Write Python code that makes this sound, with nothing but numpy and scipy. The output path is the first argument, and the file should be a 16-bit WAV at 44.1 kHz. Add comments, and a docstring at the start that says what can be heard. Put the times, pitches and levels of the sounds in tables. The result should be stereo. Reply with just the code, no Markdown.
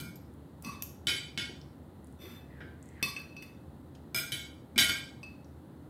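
"""Meal in a tiled kitchen

At the table, a steel knife and fork knock together and rattle, modelled as damped modes plus noise clacks.
Steel taps, scrapes and pings on a ceramic plate; a blade squeaks through meat; the table top thuds.
Fried chicken snaps and crackles in short noise bursts. Hard walls lend each contact a diffuse tail
at two microphones, over the steady rumble of an appliance and a hiss, both shaped noise."""
import sys
import numpy as np
from scipy import signal
from scipy.fft import rfft, irfft, next_fast_len
from scipy.io import wavfile
from scipy.ndimage import uniform_filter1d

SR = 44100
rng = np.random.default_rng(int(sys.argv[2]) if len(sys.argv) > 2 else 0)


def file_out(sig):
    """Save sig as 16-bit WAV at sys.argv[1]."""
    # one column per channel
    cols = np.atleast_2d(sig).T
    # limit, then scale
    lim = np.clip(cols, -1, 1)
    pcm = np.round(lim * 32767).astype(np.int16)
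    wavfile.write(sys.argv[1], SR, pcm)


N = 259749  # length of the scene, samples
AGE = np.arange(int(0.75 * SR)) / SR  # time since a contact, s

# knife and fork knock together on the mat and rattle:
# [t/s, knife level/dB, fork level/dB, hardness as cut-off f/Hz, favoured f/Hz of the first contact,
#  favoured f/Hz of the bounces, first flight t/s, loss per bounce/dB]
CLINKS = [(0.001, -46, -53.5, 15000, 1420, 5170, .049, 13),
          (1.070, -44, -28, 11500, 3030, 2370, .0132, 3.5),
          (1.376, -52, -34.5, 7800, 3290, 5050, .022, 7.5), (2.606, -59, -55, 2100, 1600, 1590, .015, 20),
          (4.146, -32.5, -45.5, 17500, 5080, 1330, .0155, 3),
          (4.320, -41.5, -34.5, 14000, 3300, 1536, .02, 9.5),
          (4.760, -43, -51.5, 3820, 2300, 2300, .013, 17), (4.779, -32, -24, 14100, 2930, 2096, .0085, 1.5),
          (4.895, -38, -33, 9400, 1655, 2215, .011, 8.5)]


def amp(db):
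    """Decibels to gain."""
    return 10 ** (np.asarray(db) / 20)


def unit(x):
    """Scale x to rms 1."""
    return x / np.sqrt(np.mean(x ** 2) + 1e-30)


def along(points, hz):
    """Read (Hz, value) points by interpolation on a log frequency axis."""
    f, v = np.transpose(points)
    return np.interp(np.log(hz + 1), np.log(f + 1), v)


def filtered(x, response):
    """Multiply the spectrum of x by a gain that depends on frequency."""
    n = x.shape[-1]
    m = next_fast_len(n + 4096)  # zero padding leaves room for the filter to ring out
    return irfft(rfft(x, m) * response(np.fft.rfftfreq(m, 1 / SR)), m)[..., :n]


def noise(spectrum, shape):
    """Noise of rms 1 with a given spectrum."""
    white = rng.standard_normal(shape)
    return unit(filtered(white, lambda hz: amp(along(spectrum, hz))))


def fade(t60, t=AGE):
    """Exponential decay, 60 dB down after t60 seconds."""
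    return np.exp(-np.log(1000) * t / np.maximum(t60, 1e-4))


def gate(start, end, attack_s, release_s):
    """An envelope that rises from start, holds until end and falls away."""
    t = np.arange(N) / SR
    return np.clip((t - start) / attack_s, 0, 1) * np.clip(1 - (t - end) / release_s, 0, 1)


def curves(rows):
    """One value per sample for each column after the time."""
    s, *columns = np.transpose(rows)
    return [np.interp(np.arange(N) / SR, s, column) for column in columns]


def add(track, s, sound):
    """Mix a sound into the track at time s."""
    part = track[:, max(0, round(s * SR)):][:, :sound.shape[-1]]
    part += sound[:, :part.shape[-1]]


def kitchen(direct_db, lag=0):
    """Response from a spot on the table to two microphones: direct sound (right later by lag s), diffuse tail."""
    # how long the tiled room rings: [f/Hz, t60/s]
    room_decay = [(150, 0.35), (1500, 0.45), (4000, 0.44), (8000, 0.41), (15000, 0.27)]
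    hz, t, z = signal.stft(rng.standard_normal((2, len(AGE))), SR, nperseg=256)
    decaying = z * fade(along(room_decay, hz)[:, None], t)
    tail = signal.istft(decaying, SR, nperseg=256)[1]
    # a diffuse field carries about equal energy in every narrow band
    z = rfft(tail, 2 * len(AGE))
    power = uniform_filter1d(np.abs(z) ** 2, size=45)
    response = irfft(z / np.sqrt(np.abs(power) + 1e-12))[:, :len(AGE)]
    response[[0, 1], [0, round(abs(lag) * SR)]] += amp(direct_db)
    return response


def heard(sound, room):
    """A contact sounding in the room, at rms 1 over its first 50 ms."""
    wet = signal.fftconvolve(sound[None], room, axes=1)[:, :len(AGE)]
    return wet / np.sqrt(np.mean(wet[:, :SR // 20] ** 2) + 1e-30)


def contact(hz, cutoff_hz):
    """A longer, softer contact passes fewer high frequencies."""
    return 1 / np.sqrt(1 + (hz / cutoff_hz) ** 4)


def body(modes):
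    """The frequencies and free vibrations of an object's modes."""
    hz, db, t60 = np.transpose(modes)[:, :, None]
    return hz[:, 0], amp(db) * fade(t60) * np.exp(2j * np.pi * hz * AGE)


def strike(obj, cutoff_hz, favoured_hz, favour_db=9.0, octaves=0.077, scatter_db=0.6):
    """A blow rings all modes, most of all those with an antinode at the point of contact."""
    hz, rings = obj
    antinode_db = favour_db * np.exp(-(np.log2(hz / favoured_hz) / octaves) ** 2)
    scatter = scatter_db * rng.standard_normal(len(hz))
    size = contact(hz, cutoff_hz) * amp(antinode_db + scatter)
    phase = np.exp(2j * np.pi * rng.random(len(hz)))
    return unit(((size * phase) @ rings).real)


def burst(spectrum, t60, cutoff_hz):
    """The short unpitched noise of a contact, duller when the contact is soft."""
    softened = filtered(noise(spectrum, len(AGE)), lambda hz: contact(hz, cutoff_hz))
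    return unit(softened * fade(t60))


def puff(centre_hz, octaves, t60):
    """A dying burst of noise in one band."""
    band = lambda hz: 1 / (1 + (np.log2((hz + 1) / centre_hz) / octaves) ** 2 / 2) ** 2
    return filtered(rng.standard_normal(len(AGE)), band) * fade(t60)


def slips(count, spread_db=5):
    """Stick-slip friction: a dense run of tiny jerks of very unequal size."""
    spread = rng.standard_normal(count // 64 + 1)
    sizes = amp(spread_db * np.repeat(spread, 64)[:count])  # a new size every 64 samples
    return unit(rng.standard_normal(count) * sizes)


def ambience(spectrum):
    """Steady room noise, alike on both sides in the bass and diffuse above."""
    # likeness of the left and right microphones: [f/Hz, correlation]
    likeness = [(100, .97), (200, 0.97), (350, 0.67), (600, 0.28), (2000, 0.062), (12000, .02)]
    turn = lambda hz: np.arccos(np.clip(along(likeness, hz), -1, 1)) / 2
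    mid_side = lambda hz: np.array([np.cos(turn(hz)), np.sin(turn(hz))])
    mid, side = filtered(noise(spectrum, (2, N)), mid_side)
    return unit(np.array([mid + side, mid - side]))


def bounces(s, flight_s, loss_db, count):
    """Time and relative dB of each contact of a rattle: ever sooner and weaker."""
    k = np.arange(count)
    flights = flight_s * 0.85 ** k  # each flight is shorter than the one before
    return zip(s + np.cumsum(flights) - flights, -loss_db * k)


def cutlery():
    """Knife and fork ring and clack against each other, then bounce on another point of contact."""
    # modes damped by hand, mat and food: [f/Hz, relative level/dB, t60/s]
    knife_modes = [(655, -19, 0.14), (1420, -11.5, 0.16), (1565, -11.5, 0.13), (1960, -11.5, 0.0367),
                   (2220, -8, 0.15), (2366, -4.5, 0.13), (2950, -13, .035), (3240, -11, .015),
                   (3486, -6.5, 0.021), (3953, -14.5, .05), (4230, -16, 0.027), (5097, -11.5, 0.17),
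                   (6270, -16, 0.044), (6250, -22.5, 0.14), (6565, -14.5, 0.14), (8530, -3, 0.024),
                   (8090, 1, 0.011), (9900, -12.5, 0.023), (10240, -19, 0.053), (10800, -6, 0.03),
                   (11920, -3, 0.03), (12540, -14, 0.018), (13230, -1, 0.024), (14050, -14.5, 0.021),
                   (14600, -22.5, .04), (14700, -3, 0.0171), (15500, -29, .03)]
    fork_modes = [(1429, -17, 0.18), (1598, -12.5, 0.1), (1925, -9.5, 0.042), (2197, -6, 0.11),
                  (2400, -7, 0.02), (3036, -6, 0.099), (3127, 1.5, 0.015), (3400, -4.5, 0.019),
                  (3525, -8, 0.081), (3900, -14.5, .08), (3873, -9, 0.069), (4560, -5, 0.028),
                  (4660, -15.5, 0.23), (5100, -11.5, 0.065), (5650, -14, 0.085), (6160, -16.5, 0.037),
                  (6670, -14.5, 0.11), (7700, -13.5, 0.11), (8030, -10, 0.022), (8890, -17, 0.0586),
                  (9800, -23.5, 0.077), (10000, -12.5, 0.12), (10340, -25.5, .04), (11660, -15.5, 0.047),
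                  (11940, -26, .07), (12720, -17, .025), (13570, -20, .018), (14460, -26, .02)]
    # unpitched clack of steel on steel: [f/Hz, relative level/dB per Hz]
    clack = [(300, -37), (1000, -15), (1500, 3.5), (2300, -6), (3300, 13.5), (4800, 6.5), (7200, -24.5),
             (10000, -26.5), (14000, -25), (16500, -30)]
    out, knife, fork = np.zeros((2, N)), body(knife_modes), body(fork_modes)
    for start, knife_db, fork_db, cutoff_hz, first_hz, bounce_hz, flight_s, loss_db in CLINKS:
        for k, (s, db) in enumerate(bounces(start, flight_s, loss_db, count=4)):
            room = kitchen(direct_db=-6.5)
            favoured_hz = bounce_hz if k else first_hz
            blade = strike(knife, cutoff_hz, favoured_hz)
            blade = blade + amp(-15) * burst(clack, t60=0.029, cutoff_hz=cutoff_hz)
            tines = strike(fork, cutoff_hz, favoured_hz)
            tines = tines + amp(-14.5) * burst(clack, t60=0.084, cutoff_hz=cutoff_hz)
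            both = amp(knife_db + db) * heard(blade, room) + amp(fork_db + db) * heard(tines, room)
            add(out, s, both)
    return out


def table():
    """The table top answers hands and cutlery with a dull thud, stronger under a louder clink."""
    # a hand bumps the table: [t/s, level/dB, centre f/Hz]
    thuds = [(0.022, -45, 158), (0.657, -43, 164), (1.107, -48.5, 312), (1.495, -50, 300),
             (2.235, -52.5, 380), (2.605, -52, 333), (3.030, -47.5, 170), (4.759, -38.5, 210)]
    # knock of the table top under each clink: [f/Hz, relative level/dB per Hz]
    top_spectrum = [(20, -69.5), (50, -30), (100, -1.5), (135, 4), (180, -9), (250, -3), (360, -7.5),
                    (480, -23.5), (700, -30.5), (1200, -37.5), (3000, -72)]
    knock_db, knock_growth = -35.5, 0.3  # knock under a 0 dB contact; dB of knock per dB of contact
    out = np.zeros((2, N))
    for s, db, centre_hz in thuds:
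        thud = puff(centre_hz, octaves=0.59, t60=0.31)
        add(out, s, amp(db) * heard(thud, kitchen(direct_db=5.0)))
    for s, knife_db, fork_db, *_ in CLINKS:
        knock = noise(top_spectrum, len(AGE)) * fade(t60=0.33)
        level = amp(knock_db + knock_growth * max(knife_db, fork_db))
        add(out, s, level * heard(knock, kitchen(direct_db=9.5)))
    return out


def crackles(count):
    """Crisp skin tears as a few tiny snaps, unevenly spread over the length of each tear."""
    # runs of crackles: [start t/s, length t/s, mean level/dB, centre f/Hz]
    tears = [(2.032, .1, -70.5, 8800), (2.812, 0.097, -71, 7860), (3.186, 0.036, -68.5, 11600)]
    octaves, life_s, scatter_db = 0.26, 0.0037, 4
    for start, length, db, centre_hz in tears:
        for share in (np.arange(count) + rng.random(count)) / count:
            level_db = db + scatter_db * rng.standard_normal()
            yield start + share * length, level_db, centre_hz, octaves, life_s


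def chicken():
    """Gristle, bone and skin snap: each a brief burst in its own band, close to the microphones."""
    # gristle and bone: [t/s, level/dB, centre f/Hz, width/octaves, t60/s]
    snaps = [(0.009, -53.5, 12100, 3.7, 0.028), (0.156, -66, 4940, 0.82, 0.07),
             (0.339, -77, 9000, .7, .006), (0.624, -58, 11000, 1.1, 0.017),
             (0.823, -42.5, 12000, 3.3, 0.015), (1.615, -64, 4900, 0.21, 0.0079),
             (3.950, -67, 3600, 0.86, 0.055), (5.446, -72.5, 5330, .2, 0.016)]
    out = np.zeros((2, N))
    for s, db, centre_hz, octaves, life in [*snaps, *crackles(count=3)]:
        add(out, s, amp(db) * heard(puff(centre_hz, octaves, life), kitchen(direct_db=0.5)))
    return out


def plate():
    """Taps ring the plate, which the food damps; dragging steel keeps it ringing with tiny slips."""
    # modes of the ceramic, damped by food: [f/Hz, relative level/dB, t60/s]
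    plate_modes = [(1142, -1.5, 0.061), (1713, -4, 0.01), (2599, -1, 0.13), (3551, -9.5, 0.095),
                   (4210, -5.5, 0.073), (4350, -8, 0.081), (4560, 0, 0.033), (4840, -10, 0.12),
                   (5090, -10.5, 0.077), (5744, -7, 0.065), (6140, -9, 0.048), (7690, -25, .04),
                   (8190, -7, 0.046), (10030, -14, 0.029), (11140, -6.5, 0.032), (13400, -5, 0.06),
                   (14230, -38, .02), (14815, -31, .02)]
    # unpitched click of steel on ceramic: [f/Hz, relative level/dB per Hz]
    click_spectrum = [(300, 5), (900, -1), (1800, 12.5), (4500, -6), (7000, -5), (10000, -7.5),
                      (13000, 3.5), (16500, -8)]
    # taps: [t/s, ring level/dB, hardness as cut-off f/Hz, favoured f/Hz, click level/dB, left minus right/dB]
    taps = [(0.647, -49.5, 16000, 6070, -60, 12), (3.027, -29, 13200, 3660, -36.5, 4),
            (3.164, -40.5, 4600, 2580, -51, -3), (3.366, -49, 7200, 2580, -81, 4.5),
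            (3.424, -53.5, 14800, 3550, -54, 1), (5.231, -47.5, 7100, 2580, -66, 0.5)]
    # scrapes: [start t/s, length t/s, level at the start/dB, hardness as cut-off f/Hz, favoured f/Hz,
    #           grit relative to the ring/dB]
    scrapes = [(0.625, .085, -37.5, 15000, 1130, -16.5), (0.71, 0.026, -43.5, 9000, 3550, -4),
               (2.182, .18, -48, 15000, 3500, 1), (3.060, 0.29, -65, 10000, 2580, 17)]
    # light grazes that leave only a thin high ping: [t/s, level/dB]
    pings = [(0.157, -60), (0.823, -45.5)]
    attack_s, release_s, sag_db = 0.021, 0.017, 5  # a stroke bites, eases off along its length and lifts
    lag_s = 0.00036  # direct sound reaches the right microphone this much later
    out, dish, t = np.zeros((2, N)), body(plate_modes), np.arange(N) / SR
    for s, ring_db, cutoff_hz, favoured_hz, click_db, pan_db in taps:
        room = kitchen(direct_db=-0.5, lag=lag_s)
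        ring = amp(ring_db) * heard(strike(dish, cutoff_hz, favoured_hz, favour_db=8.5), room)
        click = amp(click_db) * heard(burst(click_spectrum, t60=0.015, cutoff_hz=cutoff_hz), room)
        add(out, s, (ring + click) * amp([[pan_db / 2], [-pan_db / 2]]))
    for s, length, db, cutoff_hz, favoured_hz, grit_db in scrapes:
        ring = strike(dish, cutoff_hz, favoured_hz, favour_db=16.0)
        grit = amp(grit_db) * burst(click_spectrum, t60=0.018, cutoff_hz=cutoff_hz)
        answer = heard(ring + grit, kitchen(direct_db=-2.5, lag=lag_s))  # of plate and room to one slip
        pressure = amp(db - sag_db * np.clip((t - s) / length, 0, 1))
        stroke = pressure * gate(s, s + length, attack_s, release_s) * slips(N)
        out += signal.fftconvolve(stroke[None], answer / np.linalg.norm(answer[0]), axes=1)[:, :N]
    for s, db in pings:
        ping = puff(centre_hz=12800, octaves=0.018, t60=0.068)
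        add(out, s, amp(db) * heard(ping, kitchen(direct_db=3)))
    return out


def cutting():
    """The blade rubs through the meat: friction noise modulates a soft, wandering squeak."""
    # the slide of the knife: [t/s, level before the gain below/dB, squeak f/Hz]
    slide = [(2.45, -80, 1770), (2.512, -65, 1982), (2.6, -61, 1570), (2.606, -48, 1600), (2.67, -70, 1530),
             (2.844, -73.5, 1923), (2.956, -63.5, 2040), (3.02, -53, 1580)]
    gain_db, fade_s = 2, 0.035
    db, squeak_hz = curves(slide)
    stroke = amp(db + gain_db) * gate(slide[0][0], slide[-1][0], fade_s, fade_s)
    dull = lambda hz: 1 / np.sqrt(1 + (hz / 110) ** 2) * contact(hz, 2700)
    flutter = unit(filtered(slips(N, spread_db=1), dull))
    squeak = np.sin(2 * np.pi * np.cumsum(squeak_hz) / SR)
    rub = stroke * unit(flutter * squeak)
    room = kitchen(direct_db=-2.5)
    return signal.fftconvolve(rub[None], room / np.linalg.norm(room[0]), axes=1)[:, :N]


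def scene():
    """The meal over the rumble and hiss of the kitchen."""
    # low rumble of an appliance in the background: [f/Hz, relative level/dB per Hz]
    rumble = [(15, -75.5), (25, -43.5), (43, -22), (58, -17), (76, 1), (107, -10.5), (141, -2.5), (172, -9),
              (295, -7), (396, -15), (428, -17), (548, -17), (669, -22), (818, -20.5), (1000, -25.5),
              (1300, -56), (2200, -120)]
    # hiss above it: [f/Hz, relative level/dB per Hz]
    hiss = [(590, -24), (1000, -4), (1420, -5), (1610, -9), (1980, -10), (2280, -19), (3010, -16.5),
            (4020, -15.5), (5500, -27.5), (8650, -21.5), (16000, -22.5)]
    background = amp(-49.5) * ambience(rumble) + amp(-65) * ambience(hiss)
    return cutlery() + table() + chicken() + plate() + cutting() + background


def record(dry):
    """The phone cuts off very steeply above its band limit."""
    top_hz = 15750
    return filtered(dry, lambda hz: 1 / np.sqrt(1 + (hz / top_hz) ** 120))


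dry = scene()
out = record(dry)
file_out(out)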